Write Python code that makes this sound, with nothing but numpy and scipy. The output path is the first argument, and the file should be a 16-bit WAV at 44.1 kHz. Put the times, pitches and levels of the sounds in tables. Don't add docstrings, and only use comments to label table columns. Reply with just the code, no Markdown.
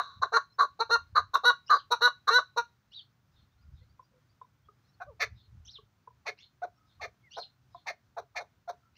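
import sys
import numpy as np
from scipy import signal
from scipy.fft import rfft, irfft, next_fast_len
from scipy.io import wavfile
from scipy.ndimage import uniform_filter1d

SR = 44100
rng = np.random.default_rng(int(sys.argv[2]) if len(sys.argv) > 2 else 0)


def unload_wav(signal):
    wavfile.write(
        sys.argv[1],
        SR,
        np.round(np.clip(np.atleast_2d(signal).T, -1, 1) * 32767).astype(np.int16),
    )


def elevation(decibels):
    levels = np.asarray(decibels, float)
    return 10 ** (levels / 20)


N = 395577


def partridge():
    free, steady, locked, lingering = syrinx()
    loud = loud_notes(free, steady, locked, lingering)
    soft = soft_notes((1 - locked) * free + locked * steady)
    voice = loud + soft + scattered(loud, soft)
    for notch_hz in (8000, 11800):
        voice = notch(voice, notch_hz, 6.5)
    return voice


# start_s, length_s, peak_after_s, peak_db, throat_stretch_ratio
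BARKS = [
    (.214, 0.049, .022, -23, 0.95),
    (.582, 0.075, 0.027, -21, 0.98),
    (1.149, 0.059, .033, -19, 1.01),
    (1.333, .047, .023, -22, .95),
    (1.693, .084, 0.022, -18, 1.02),
    (2.27, 0.043, .024, -19, 1.013),
]
# start_s, length_s, peak_after_s, peak_db, throat_stretch_ratio
SONGS = [
    (.319, 0.072, 0.057, -20, 0.98),
    (.79, 0.049, .02, -25, 0.85),
    (.893, .08, .05, -20, .975),
    (1.433, .089, .052, -18, 1.004),
    (1.904, .051, .021, -22, .86),
    (2.006, .088, .052, -18.5, 1.009),
    (2.298, 0.11, .068, -19.5, 1.009),
    (2.561, .054, 0.024, -23.5, 0.88),
]
# time_s, throat_db, chest_db above throat, beak_db above throat
BARK_END = [
    (0, -23, -9, -19.5),
    (.03, -43, -22.5, -8),
    (.2, -66, -25, -3),
]
# throat_db re peak, chest_db re its level, beak_db re its level above throat
BARK_STAGES = [
    (-26, -14, -6),
    (-1.5, -2.5, 2.5),
    (0.07, .1, 0.05),
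    (-1.5, -1.5, -2.5),
    (-21, -7, 6),
]
SONG_STAGES = [
    (-28, -8, -1.5),
    (-1.5, 0.14, -.5),
    (0.04, -1.5, .1),
    (-1.5, -3, -11),
    (-19, -16, -1.5),
]
# hz, width_hz, level_db
OPEN_TRACT = [
    [(452, 50, -6), (715, 170, -4)],
    [(1016, 88, -12), (1148.7, 78, 8.5), (1504, 178, -6.5)],
    [(3890, 200, 6.5), (4200, 340, -7), (5900, 830, -15)],
]
SUNG_TRACT = [
    [(490, 45, 0)],
    [(1033, 87, -4.5), (1230, 70, -3), (1494, 74, 3.5), (1850, 500, -27)],
    [(3926, 190, 2.5), (4154, 230, -2.5), (5800, 520, -15.5)],
]
# level_db, stretch_ratio, sink_share, upper_db, top_db
BEAKS = [(2, 1.0, .001, -5, -18), (5, 1.0, .03, .1, -9), (3, 1.015, .005, .1, 2.1), (3, 1.02, .02, -3, 1.1),
         (4, .97, .03, 3, 8), (-2, 1.01, .015, 1.1, 4), (0.1, .98, .015, 1.1, -2), (-2, 1.035, -.02, 4, -3),
         (4, 1.05, .03, -5, -4), (1.1, 1.02, -.02, -2, -2), (1.5, 1.0, .01, -4, -1),
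         (2.1, 1.02, .01, 1.1, 2.1), (2.1, 1.0, .01, -3, -1.5), (1.1, 1.0, .02, .1, -1.5),
         (-4, 1.02, .02, 6, -1.5)]
# lower_db, upper_db
VALLEYS = [(-4, 1.1), (-1.5, -3), (-4, -5), (2.1, -4), (4, 5), (-10, -8), (2.1, -1), (-18, -6), (8, 6),
           (.1, 2.1), (-12, 4), (-2, 7), (-7, 5), (-1.5, 5), (4, 8)]


def loud_notes(free, steady, locked, lingering):
    tables, postures = [BARK_END], [(1, .98, 1)]
    for row in BARKS:
        beak_db = -20 + 4 * row[0]
        tables.append(staged(*row[:4], -39, beak_db, BARK_STAGES, (.01, 150, .03)))
        postures.append((1, row[4], 1.02 * row[4] ** .15))
    for row in SONGS:
        beak_db = -10 + 4 * min(row[0], 1.3)
        tables.append(staged(*row[:4], -34, beak_db, SONG_STAGES, (.016, 150, .016)))
        postures.append((1, row[4], row[4] ** .15))
    dark_valleys = np.add(VALLEYS, -4)
    chaotic = vocal_tract(free, tables, OPEN_TRACT, postures, .005, .07, BEAKS, dark_valleys)
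    sung = vocal_tract(steady, tables, SUNG_TRACT, postures, .0042, 0, BEAKS, VALLEYS)
    loud = (1 - locked) * (1 - .45 * lingering) * chaotic + lingering * sung
    for notch_hz, sharpness in [(2450, 12.0), (3250, 9.2), (4950, 11.0)]:
        loud = notch(loud, notch_hz, sharpness)
    return loud


# start_s, peak_db, chest_db, beak_db above throat, throat_stretch_ratio
CLUCKS = [
    (5.0, -39.5, -42, -24, 1.05),
    (6.617, -39.5, -32.5, -21, 1.02),
    (7.365, -43.5, -36.5, -8.5, 1.013),
    (8.165, -40, -35, -14, 0.995),
    (8.39, -47, -41, -10, .97),
    (8.675, -40.5, -35, -12, .99),
]
# start_s, length_s, peak_db, chest_db, chest_stretch_ratio
RASPS = [
    (5.193, .062, -27, -43, 1.07),
    (6.254, 0.057, -34.5, -43, 1.2),
    (7.003, 0.066, -39.5, -44.5, 1.166),
    (7.858, .062, -36, -42, 1.3),
    (8.35, .053, -34.5, -41, 1.25),
]
# throat_db re peak, chest_db re its level, beak_db re its level above throat
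CLUCK_STAGES = [
    (-16, -8.5, -12),
    (-9, -3.5, -5),
    (0, 0.5, -0.5),
    (-.5, -.5, 1),
    (-18.5, -10, 10.5),
]
RASP_STAGES = [
    (-30, -5, -1),
    (-5, 1.5, 0.8),
    (0.2, -1, -0.2),
    (-5, -1, -0.6),
    (-18, -6, 3),
]
# hz, width_hz, level_db
CLUCK_TRACT = [
    [(460, 40, -8), (693, 90, 4.5)],
    [(1010, 180, 5), (1415, 192, 7), (2370, 210, -13)],
    [(3940, 460, -6), (5900, 620, -13.5)],
]
RASP_TRACT = [
    [(560, 85, 0)],
    [(1240, 200, -8), (1780, 100, 1.5), (2150, 100, 4), (2420, 130, -4), (2900, 400, -18)],
    [(3550, 236, -4.5), (4300, 425, -0.5), (5900, 800, -8)],
]


def soft_notes(source):
    length_s = .04
    clucks = [staged(row[0], length_s, .51 * length_s, *row[1:4], CLUCK_STAGES, (.0082, 30, .019))
              for row in CLUCKS]
    rasps = [staged(s, length, .5 * length, db, chest_db, -8, RASP_STAGES, (.014, 30, .014))
             for s, length, db, chest_db, _ in RASPS]
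    cluck_postures = [(row[-1] ** .5, row[-1], 1) for row in CLUCKS]
    rasp_postures = [(row[4], 1, 1) for row in RASPS]
    soft = vocal_tract(source, clucks, CLUCK_TRACT, cluck_postures, .0042, .1)
    soft += vocal_tract(source, rasps, RASP_TRACT, rasp_postures, .011, .18)
    soft += blips() + sigh() + rasp_tones()
    return notch(filtered(soft, 4, 340, "high"), 2950, 12.0)


# start_s, length_s, from_hz, to_hz, jitter_share
LOCKED = [(.335, 0.029, 445, 465, 0.03), (0.801, 0.034, 450, 466, .022), (.908, .047, 452, 474, .006),
          (1.452, .046, 473.9, 492.6, .006), (1.912, .033, 468, 486, .028), (2.018, .056, 470, 496, .012),
          (2.305, .077, 447, 502, .006), (2.572, .038, 486, 474, .012), (5.0, .04, 720, 750, .08),
          (6.616, .018, 620, 750, .02), (6.634, .012, 740, 690, .03), (8.675, .016, 680, 720, .04)]
MANNER = [(.7, .25), (.7, .45), (.5, .08), (.55, .1), (.5, .35), (.55, .4), (.8, .05), (.5, .45), (.5, .5),
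          (.7, .12), (.7, .12), (.7, .2)]


def syrinx():
    free_hz, chaos = 470, .55
    sag_hz_per_s, linger_s = 600, .011
    t = np.arange(N) / SR
    pitch = np.full(N, float(free_hz))
    rough, alternation, locked, lingering = np.zeros((4, N))
    for (start, length, from_hz, to_hz, loose), (share, alternate) in zip(LOCKED, MANNER):
        end, glide_s = start + length, share * length
        near = (t >= start - .003) & (t <= end + .05)
        late = t[near] - start - glide_s
        glide = np.sin(np.pi / 2 * np.clip(1 + late / glide_s, 0, 1)) ** 2
        pitch[near] = from_hz + (to_hz - from_hz) * glide - sag_hz_per_s * np.maximum(late, 0)
        rough[near], alternation[near] = abs(loose), alternate
        locked[(t >= start) & (t <= end)] = 1
        lingering[near] = (t[near] >= start) * np.exp(-(np.maximum(t[near] - end, 0) / linger_s) ** 2)
    free, steady = pulses(free_hz, chaos, .12), pulses(pitch, rough, alternation)
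    return free, steady, uniform_filter1d(locked, size=200), uniform_filter1d(lingering, size=200)


def pulses(pitch, rough, alternation):
    phase = 2 * np.pi * np.cumsum(pitch * np.exp(rough * wobble(400))) / SR
    count = 31
    train = np.sin((count + .5) * phase) / (2 * np.sin(phase / 2) + 1e-9) - .5
    train = np.clip(train, -count, count) * (1 + alternation * np.cos(phase / 2))
    train = train * elevation(2.5 * rough * np.clip(wobble(300), -2, 1.5))
    air = rng.standard_normal(N) * (1 + np.cos(phase))
    treble_air = 2.3 * filtered(air, 4, 6500, "high") * elevation(3.0 * wobble(90))
    return train + (.3 + 4 * rough) * air + treble_air


# hz, width_hz, level_db
TOP_TRACT = [(8700, 450, -29.5), (9980, 350, -29), (11116, 550, -30.5), (12700, 800, -33),
             (14690, 800, -34)]
# hz, width_hz, level_db
VALLEY_TRACT = [
    (2200, 330, -34),
    (2830, 250, -34),
]
# time_s, level_db, half_width_s
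SURGES = [(.236, 8, .004), (.341, 4, .002), (.348, 4, .002), (.371, 4, .007), (.598, 5, .003),
          (.611, 6, .005), (.633, 6, .006), (.650, 3, .003), (1.168, 5, .003), (1.183, 6, .004),
          (1.357, 8, .004), (1.506, 1.1, .004), (1.717, 3, .005), (1.741, 4.5, .005), (2.296, 4, .006),
          (5.232, 3, .006), (6.292, 4, .005), (7.887, 3, .006), (8.366, 3, .004), (7.047, 3, .005),
          (.825, 3, .008), (1.47, 1.5, .015), (.962, 1.5, .006), (2.36, 1.5, .012), (7.372, 4, .003),
          (7.39, 3, .003)]


def vocal_tract(source, tables, tract, postures, edge_s, sink, beaks=None, valleys=None):
    out, lead = np.zeros(N), 900
    padded = np.concatenate([source[:lead], source])
    for n, (rows, posture) in enumerate(zip(tables, postures)):
        s, throat_db, chest_db, beak_db = np.transpose(rows)
        more_db, stretch, beak_sink, upper_db, top_db = beaks[n] if beaks else (0, 1, 0, 0, 3)
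        a, b = int(s[0] * SR), min(int(s[-1] * SR), N)
        t = np.arange(a, b) / SR
        edge = np.clip((s[-1] - t) / edge_s, 0, 1)
        if a > 50:
            edge = edge * np.clip((t - s[0]) / edge_s, 0, 1)
        late = np.clip((np.arange(b - a + lead) - lead) / (b - a), 0, 1)
        surge_db = sum(db * np.exp(-((t - at) / width) ** 2) for at, db, width in SURGES)

        throat = list(tract[1])
        if beaks:
            throat += [(hz, width, db + own_db) for (hz, width, db), own_db in zip(VALLEY_TRACT, valleys[n])]
        beak = list(tract[2][:-1]) + [tuple(np.add(tract[2][-1], (0, 0, upper_db)))]
        for hz, width, db in TOP_TRACT:
            beak.append((hz, width, db + top_db - 3 + 3.5 * rng.standard_normal()))

        chest_ratio, throat_ratio, beak_ratio = posture
        parts = [(tract[0], chest_ratio, throat_db + chest_db, sink, 0),
                 (throat, throat_ratio, throat_db, sink / 4, 1),
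                 (beak, beak_ratio * stretch, throat_db + beak_db + more_db, beak_sink, .3)]
        for modes, ratio, db, drop, surge_share in parts:
            part = sinking(padded[a:b + lead], modes, ratio, drop, late)
            part = (part / np.sqrt(uniform_filter1d(part ** 2, size=250) + 1e-12))[lead:]
            out[a:b] += part * edge * elevation(np.interp(t, s, db) + surge_share * surge_db)
    return out


def sinking(x, modes, ratio, drop, late):
    out = 0
    for k in (-1, 0, 1) if drop else (0,):
        tuned = np.array(modes) * [np.clip(ratio * (1 - k * drop), .5, 2), 1, 1]
        fade = np.clip(1 - np.abs(2 * late - 1 - k), 0, 1) if drop else 1
        out = out + resonate(x, tuned) * fade
    return out


def resonate(x, modes):
    out = 0
    for k, (hz, width, db) in enumerate(modes):
        r = np.exp(-np.pi * 1.5 * width / SR)
        b = (1 - r * r) / 2 * np.array([1, 0, -1])
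        a = [1, -2 * r * np.cos(2 * np.pi * hz / SR), r * r]
        out = out + (-1) ** k * elevation(db) * signal.lfilter(b, a, signal.lfilter(b, a, x))
    return out


def staged(start, length, peak_s, peak_db, chest_db, beak_db, stages, timing):
    attack_s, swell_db_per_s, release_s = timing
    attack_s = min(attack_s, peak_s - .001)
    release_at = np.clip(length - release_s, peak_s + .001, length)
    s = start + np.array([0, attack_s, peak_s, release_at, length + .002])
    throat, chest, beak = np.transpose(stages)
    swell_db = swell_db_per_s * (peak_s - attack_s)
    throat = peak_db + throat - swell_db * np.array([0, 1, 0, 0, 0])
    return np.transpose([s, throat, chest_db + chest - throat, beak_db + beak])


# time_s, throat_db, throat_hz, chest_hz, chest_db
BLIPS = [
    (3.998, -45.5, 1028, 503, -75.5),
    (4.418, -41, 1016, 470, -72),
    (4.69, -51.5, 1223, 414.9, -69.5),
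    (5.789, -53, 1127, 426, -62.5),
    (6.078, -43, 992, 460, -68),
    (7.75, -42.5, 1030, 698.4, -55.5),
]


def blips():
    out, t = np.zeros(N), np.arange(2600) / SR
    throat_swell = (t / .0043 * np.exp(1 - t / .0047)) ** 2
    chest_swell = (t / .0056 * np.exp(1 - t / .0077)) ** 2
    for s, throat_db, throat_hz, chest_hz, chest_db in BLIPS:
        throat = elevation(throat_db) * np.sin(2 * np.pi * throat_hz * t) * throat_swell
        chest = elevation(chest_db + 4.5) * np.sin(2 * np.pi * chest_hz * t) * chest_swell
        a = int((s - .005) * SR)
        out[a:a + len(t)] += throat + chest
    return out * (1 + .16 * wobble(290))


# time_s, pitch_hz, level_db
SIGH = [
    (5.063, 550, -62),
    (5.088, 606, -49),
    (5.112, 470, -56),
    (5.138, 400, -66),
]


def sigh():
    s, hz, db = np.transpose(SIGH)
    t = np.arange(N) / SR
    phase = 2 * np.pi * np.cumsum(uniform_filter1d(np.interp(t, s, hz), size=400)) / SR
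    level = elevation(uniform_filter1d(np.interp(t, s, db, left=-120, right=-120), size=200))
    return np.sqrt(2) * level * (np.sin(phase) + elevation(-9.5) * np.sin(2 * phase))


# start_s, end_s, start_hz, end_hz, level_db
RASP_TONES = [(5.194, 5.206, 1050, 1100, -55), (5.22, 5.247, 470, 430, -42),
              (6.253, 6.273, 1050, 1250, -51), (6.281, 6.306, 440, 425, -43),
              (6.997, 7.017, 1130, 1180, -50), (7.033, 7.056, 440, 420, -50),
              (7.041, 7.054, 1220, 1230, -46), (7.051, 7.069, 670, 650, -45),
              (7.857, 7.868, 1130, 1180, -56), (7.902, 7.919, 690, 670, -42),
              (8.347, 8.358, 1200, 1280, -56), (8.406, 8.429, 650, 640, -44), (8.188, 8.208, 480, 400, -46),
              (6.638, 6.656, 500, 400, -45)]


def rasp_tones():
    return glides(RASP_TONES, at_s=0, level_db=0) * (1 + .15 * wobble(200))


def scattered(loud, soft):
    thin = filtered(loud, 2, 800, "high")
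    low_band = resonate(loud, [(1170, 200, -9), (4000, 900, 0)])
    high_band = resonate(loud, [(2850, 300, -2), (6400, 1300, .1)])
    tail = elevation(-15.5) * echoes(thin, .13, .0038) + elevation(-16) * echoes(soft, .075, .0026)
    tail += elevation(-23) * np.roll(echoes(soft, .06, .004), int(.022 * SR))
    tail += elevation(-36) * echoes(thin + 1.2 * soft, .28, .02)
    tail += elevation(-26) * echoes(low_band, .25, .02)
    return tail + elevation(-15) * echoes(high_band, .17, .01)


def echoes(x, t60, gap_s):
    t = np.arange(int(.5 * SR)) / SR
    tail = rng.standard_normal(len(t)) * elevation(-60 * t / t60) * (1 - np.exp(-t / gap_s))
    tail = filtered(tail, 1, 6500, "low")
    return signal.fftconvolve(x, tail / np.linalg.norm(tail))[:N]


# start_s, end_s, start_hz, end_hz, level_db, then pitches passed in hz
PEAKED_CHIRP = [(0, .047, 2679, 4300, -7), (.002, .022, 5610, 6480, 0.5), (.02, .042, 5123, 6137, 2.5),
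                (.03, .065, 2800, 4464, 5.5), (.06, .078, 4630, 5900, 0.5), (.075, .095, 5800, 4580, -1.5),
                (.088, .138, 4500, 2850, 7.5)]
HOODED_CHIRP = [(0, .05, 2700, 4600, -4, 2820, 3100, 3800), (.055, .09, 5000, 5200, -7, 5900),
                (0, .035, 5400, 6390, -11.5), (-.004, .05, 4200, 5230, -13),
                (.025, .068, 2750, 4550, 1, 2950, 3350, 4100),
                (.082, .135, 4600, 2500, 4, 4300, 4200, 4150, 3500), (.06, .11, 5300, 4800, -8)]
HIDDEN_CHIRP = [
    (0, .035, 4828, 6022, -4),
    (.015, .05, 2800, 3104, 2.5),
    (.06, .11, 5000, 4500, 3),
    (.1, .145, 4500, 2750, 3, 4300, 4000, 3400),
]
ARCHED_CHIRP = [(-.006, .036, 2800, 4600, -4, 2900, 3250, 3800, 4400),
                (.014, .095, 2800, 2980, 6, 3900, 3950, 3750, 3600, 3150), (.036, .06, 4600, 4450, -5),
                (.06, .082, 4600, 4450, -6), (.082, .115, 4550, 4050, -13),
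                (-.015, .02, 3900, 4600, -19, 4500), (-.01, .035, 5100, 5250, -21),
                (-.005, .03, 5500, 5900, -22), (.07, .115, 3900, 3550, -9, 3600)]
RISING_CHIRP = [(0, .055, 2000, 2350, -10), (-.002, 0.03, 3900, 4500, -11), (.0, .03, 4600, 5200, -12),
                (.008, .045, 5450, 5645, -11), (.02, .06, 6100, 6900, -17), (.005, .03, 2550, 2950, -1.5),
                (.025, .05, 3200, 3730, -2), (.04, .09, 2800, 3300, -9), (.043, .075, 4200, 4200, 0),
                (.045, 0.0778, 3500, 3693, 0.5)]
BLURRED_CHIRP = [
    (0, .05, 5090, 5110, -13),
    (.03, 0.097, 3901, 3380, -1),
    (.05, .14, 4300, 4150, -10.5),
    (.06, .15, 3350, 3000, -18),
    (.07, .14, 3500, 3840, -10),
]
# time_s, level_db, echo_db
PEAKED = [
    (5.645, -58, -10),
]
HOODED = [
    (7.308, -52, -5),
]
HIDDEN = [
    (1.661, -55.5, -2),
]
ARCHED = [
    (2.921, -52.5, -10.5),
]
RISING = [
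    (6.374, -60.5, -5.5),
    (8.945, -68.5, -4.5),
]
BLURRED = [
    (3.3, -86, 12),
    (3.71, -88, 12),
    (5.32, -81, 12),
    (7.69, -83, 12),
    (6.83, -88, 12),
]
# start_s, end_s, start_hz, end_hz, level_db, then pitches passed in hz
WHISTLES = [(7.228, 7.3, 2200, 1750, -62, 2180, 2120, 1950), (4.11, 4.2, 515, 500, -70),
            (6.76, 6.89, 1280, 1270, -70), (7.44, 7.48, 800, 780, -70), (6.755, 6.79, 5500, 5450, -76),
            (7.2, 7.23, 3500, 3200, -81), (.5, .54, 4150, 4100, -68), (8.81, 8.9, 1350, 1340, -70),
            (3.61, 3.64, 3200, 2300, -78), (4.93, 4.96, 4400, 4300, -73), (3.58, 3.7, 1430, 1390, -78),
            (3.8, 3.85, 510, 500, -77), (.525, .565, 5300, 5300, -73), (.14, .18, 3700, 3600, -70)]


def sparrows():
    flutter = wobble(230)
    direct = glides(WHISTLES, at_s=0, level_db=-2.5) * (1 + .45 * wobble(60))
    wet = np.zeros(N)
    kinds = [(PEAKED_CHIRP, PEAKED, .5), (HOODED_CHIRP, HOODED, .4), (HIDDEN_CHIRP, HIDDEN, .45),
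             (ARCHED_CHIRP, ARCHED, .4), (RISING_CHIRP, RISING, .7), (BLURRED_CHIRP, BLURRED, .9)]
    for chirp, rows, burr in kinds:
        for s, db, echo_db in rows:
            one = glides(chirp, s, db) * (1 + burr * flutter)
            direct = direct + one
            wet = wet + elevation(echo_db) * one
    return direct + echoes(.55 * wet + .6 * resonate(wet, [(4400, 1200, 0)]), .16, .0088)


def glides(strokes, at_s, level_db):
    out = np.zeros(N + SR)
    for start, end, from_hz, to_hz, db, *via_hz in strokes:
        u = np.linspace(0, 1, int((end - start) * SR))
        path = np.interp(u, np.linspace(0, 1, len(via_hz) + 2), [from_hz, *via_hz, to_hz])
        path = uniform_filter1d(path, size=200, mode="nearest")
        tone = np.sin(2 * np.pi * np.cumsum(path) / SR)
        a = int((at_s + start) * SR)
        out[a:a + len(u)] += np.sqrt(2) * elevation(level_db + db) * np.abs(np.sin(np.pi * u)) ** .7 * tone
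    return out[:N]


# time_s, pitch_hz, level_db
CHEEPS = [(3.52, 3600, -75), (3.59, 4200, -78), (3.62, 4900, -75), (3.82, 2050, -76), (3.9, 4600, -73),
          (4.03, 5600, -77), (4.045, 4800, -74), (4.3, 4650, -73), (4.42, 3600, -74), (4.65, 3300, -75),
          (4.85, 4200, -75), (4.885, 5400, -74), (4.89, 4000, -77)]


def cheeps():
    half_s, rise = .0125, 1.06
    strokes = [(s - half_s, s + half_s, hz / rise, hz * rise, db) for s, hz, db in CHEEPS]
    dry = glides(strokes, at_s=0, level_db=-8.5)
    return dry + elevation(1.5) * echoes(dry, .09, .004)


# time_s, peak_db, fall_s (time to fall by 20.5 dB)
GUSTS = [(0, -65, .1), (.2, -50.5, 0.07), (.98, -56, 0.2), (1.17, -47.5, .13), (3.4, -62, .15),
         (3.62, -56.5, .12), (3.75, -49, 0.2), (4.67, -66.5, 0.06), (5.09, -55, .14), (5.32, -49, 0.13),
         (5.54, -50.5, 0.16), (5.8, -66.5, .4), (7.02, -59.5, .2), (8.79, -63, 0.04)]
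# hz, level_db per Hz
WIND_COLOUR = [(12, -45.5), (20, -14), (49, -7), (70, 1.5), (108, -2.5), (162, -18.5), (250, -34),
               (320, -67), (550, -120)]


def wind():
    t = np.arange(N) / SR
    gust_db = np.max([peak_db - 20.5 * np.abs(t - s) / fall_s for s, peak_db, fall_s in GUSTS], axis=0)
    breeze_db = -78
    lumps_db = 2.5 * wobble(36) + 3.0 * wobble(7)
    return elevation(np.maximum(gust_db, breeze_db) + lumps_db) * coloured(WIND_COLOUR)


# hz, level_db per Hz
FIELD = [(35, -37), (60, -13.5), (120, -0.5), (160, -9), (480, -25), (1480, -22.5), (1700, -26),
         (2800, -31.5), (6200, -34.5), (8000, -43.5), (14000, -49)]


def field():
    hiss = elevation(-81) * filtered(rng.standard_normal(N), 6, 14300, "high")
    return elevation(-70 + .7 * wobble(3)) * coloured(FIELD) + hiss


def coloured(spectrum):
    size = next_fast_len(N)
    hz, db = np.transpose(spectrum)
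    bins_hz = np.arange(size // 2 + 1) * SR / size
    gain = elevation(np.interp(np.log(bins_hz + 1), np.log(hz), db, left=-90))
    return rms_one(irfft(rfft(rng.standard_normal(size)) * gain, size)[:N])


def wobble(hz):
    return rms_one(filtered(rng.standard_normal(N), 2, hz, "low"))


def rms_one(x):
    return x / np.sqrt(np.mean(x ** 2) + 1e-20)


def filtered(x, order, hz, kind):
    return signal.sosfilt(signal.butter(order, hz, kind, fs=SR, output="sos"), x)


def notch(x, hz, sharpness):
    return signal.lfilter(*signal.iirnotch(hz, sharpness, fs=SR), x)


def scene():
    return (partridge() + sparrows() + wind() + field() + cheeps())[None, :]


def top_cut(x):
    return signal.sosfilt(signal.butter(12, 15780, fs=SR, output="sos"), x)


def record(dry):
    cut = filtered(dry, 2, 45, "high")
    cut = signal.sosfilt(signal.ellip(10, .5, 70, 15600, fs=SR, output="sos"), cut)
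    return top_cut(cut)


dry = scene()
out = record(dry)
unload_wav(out)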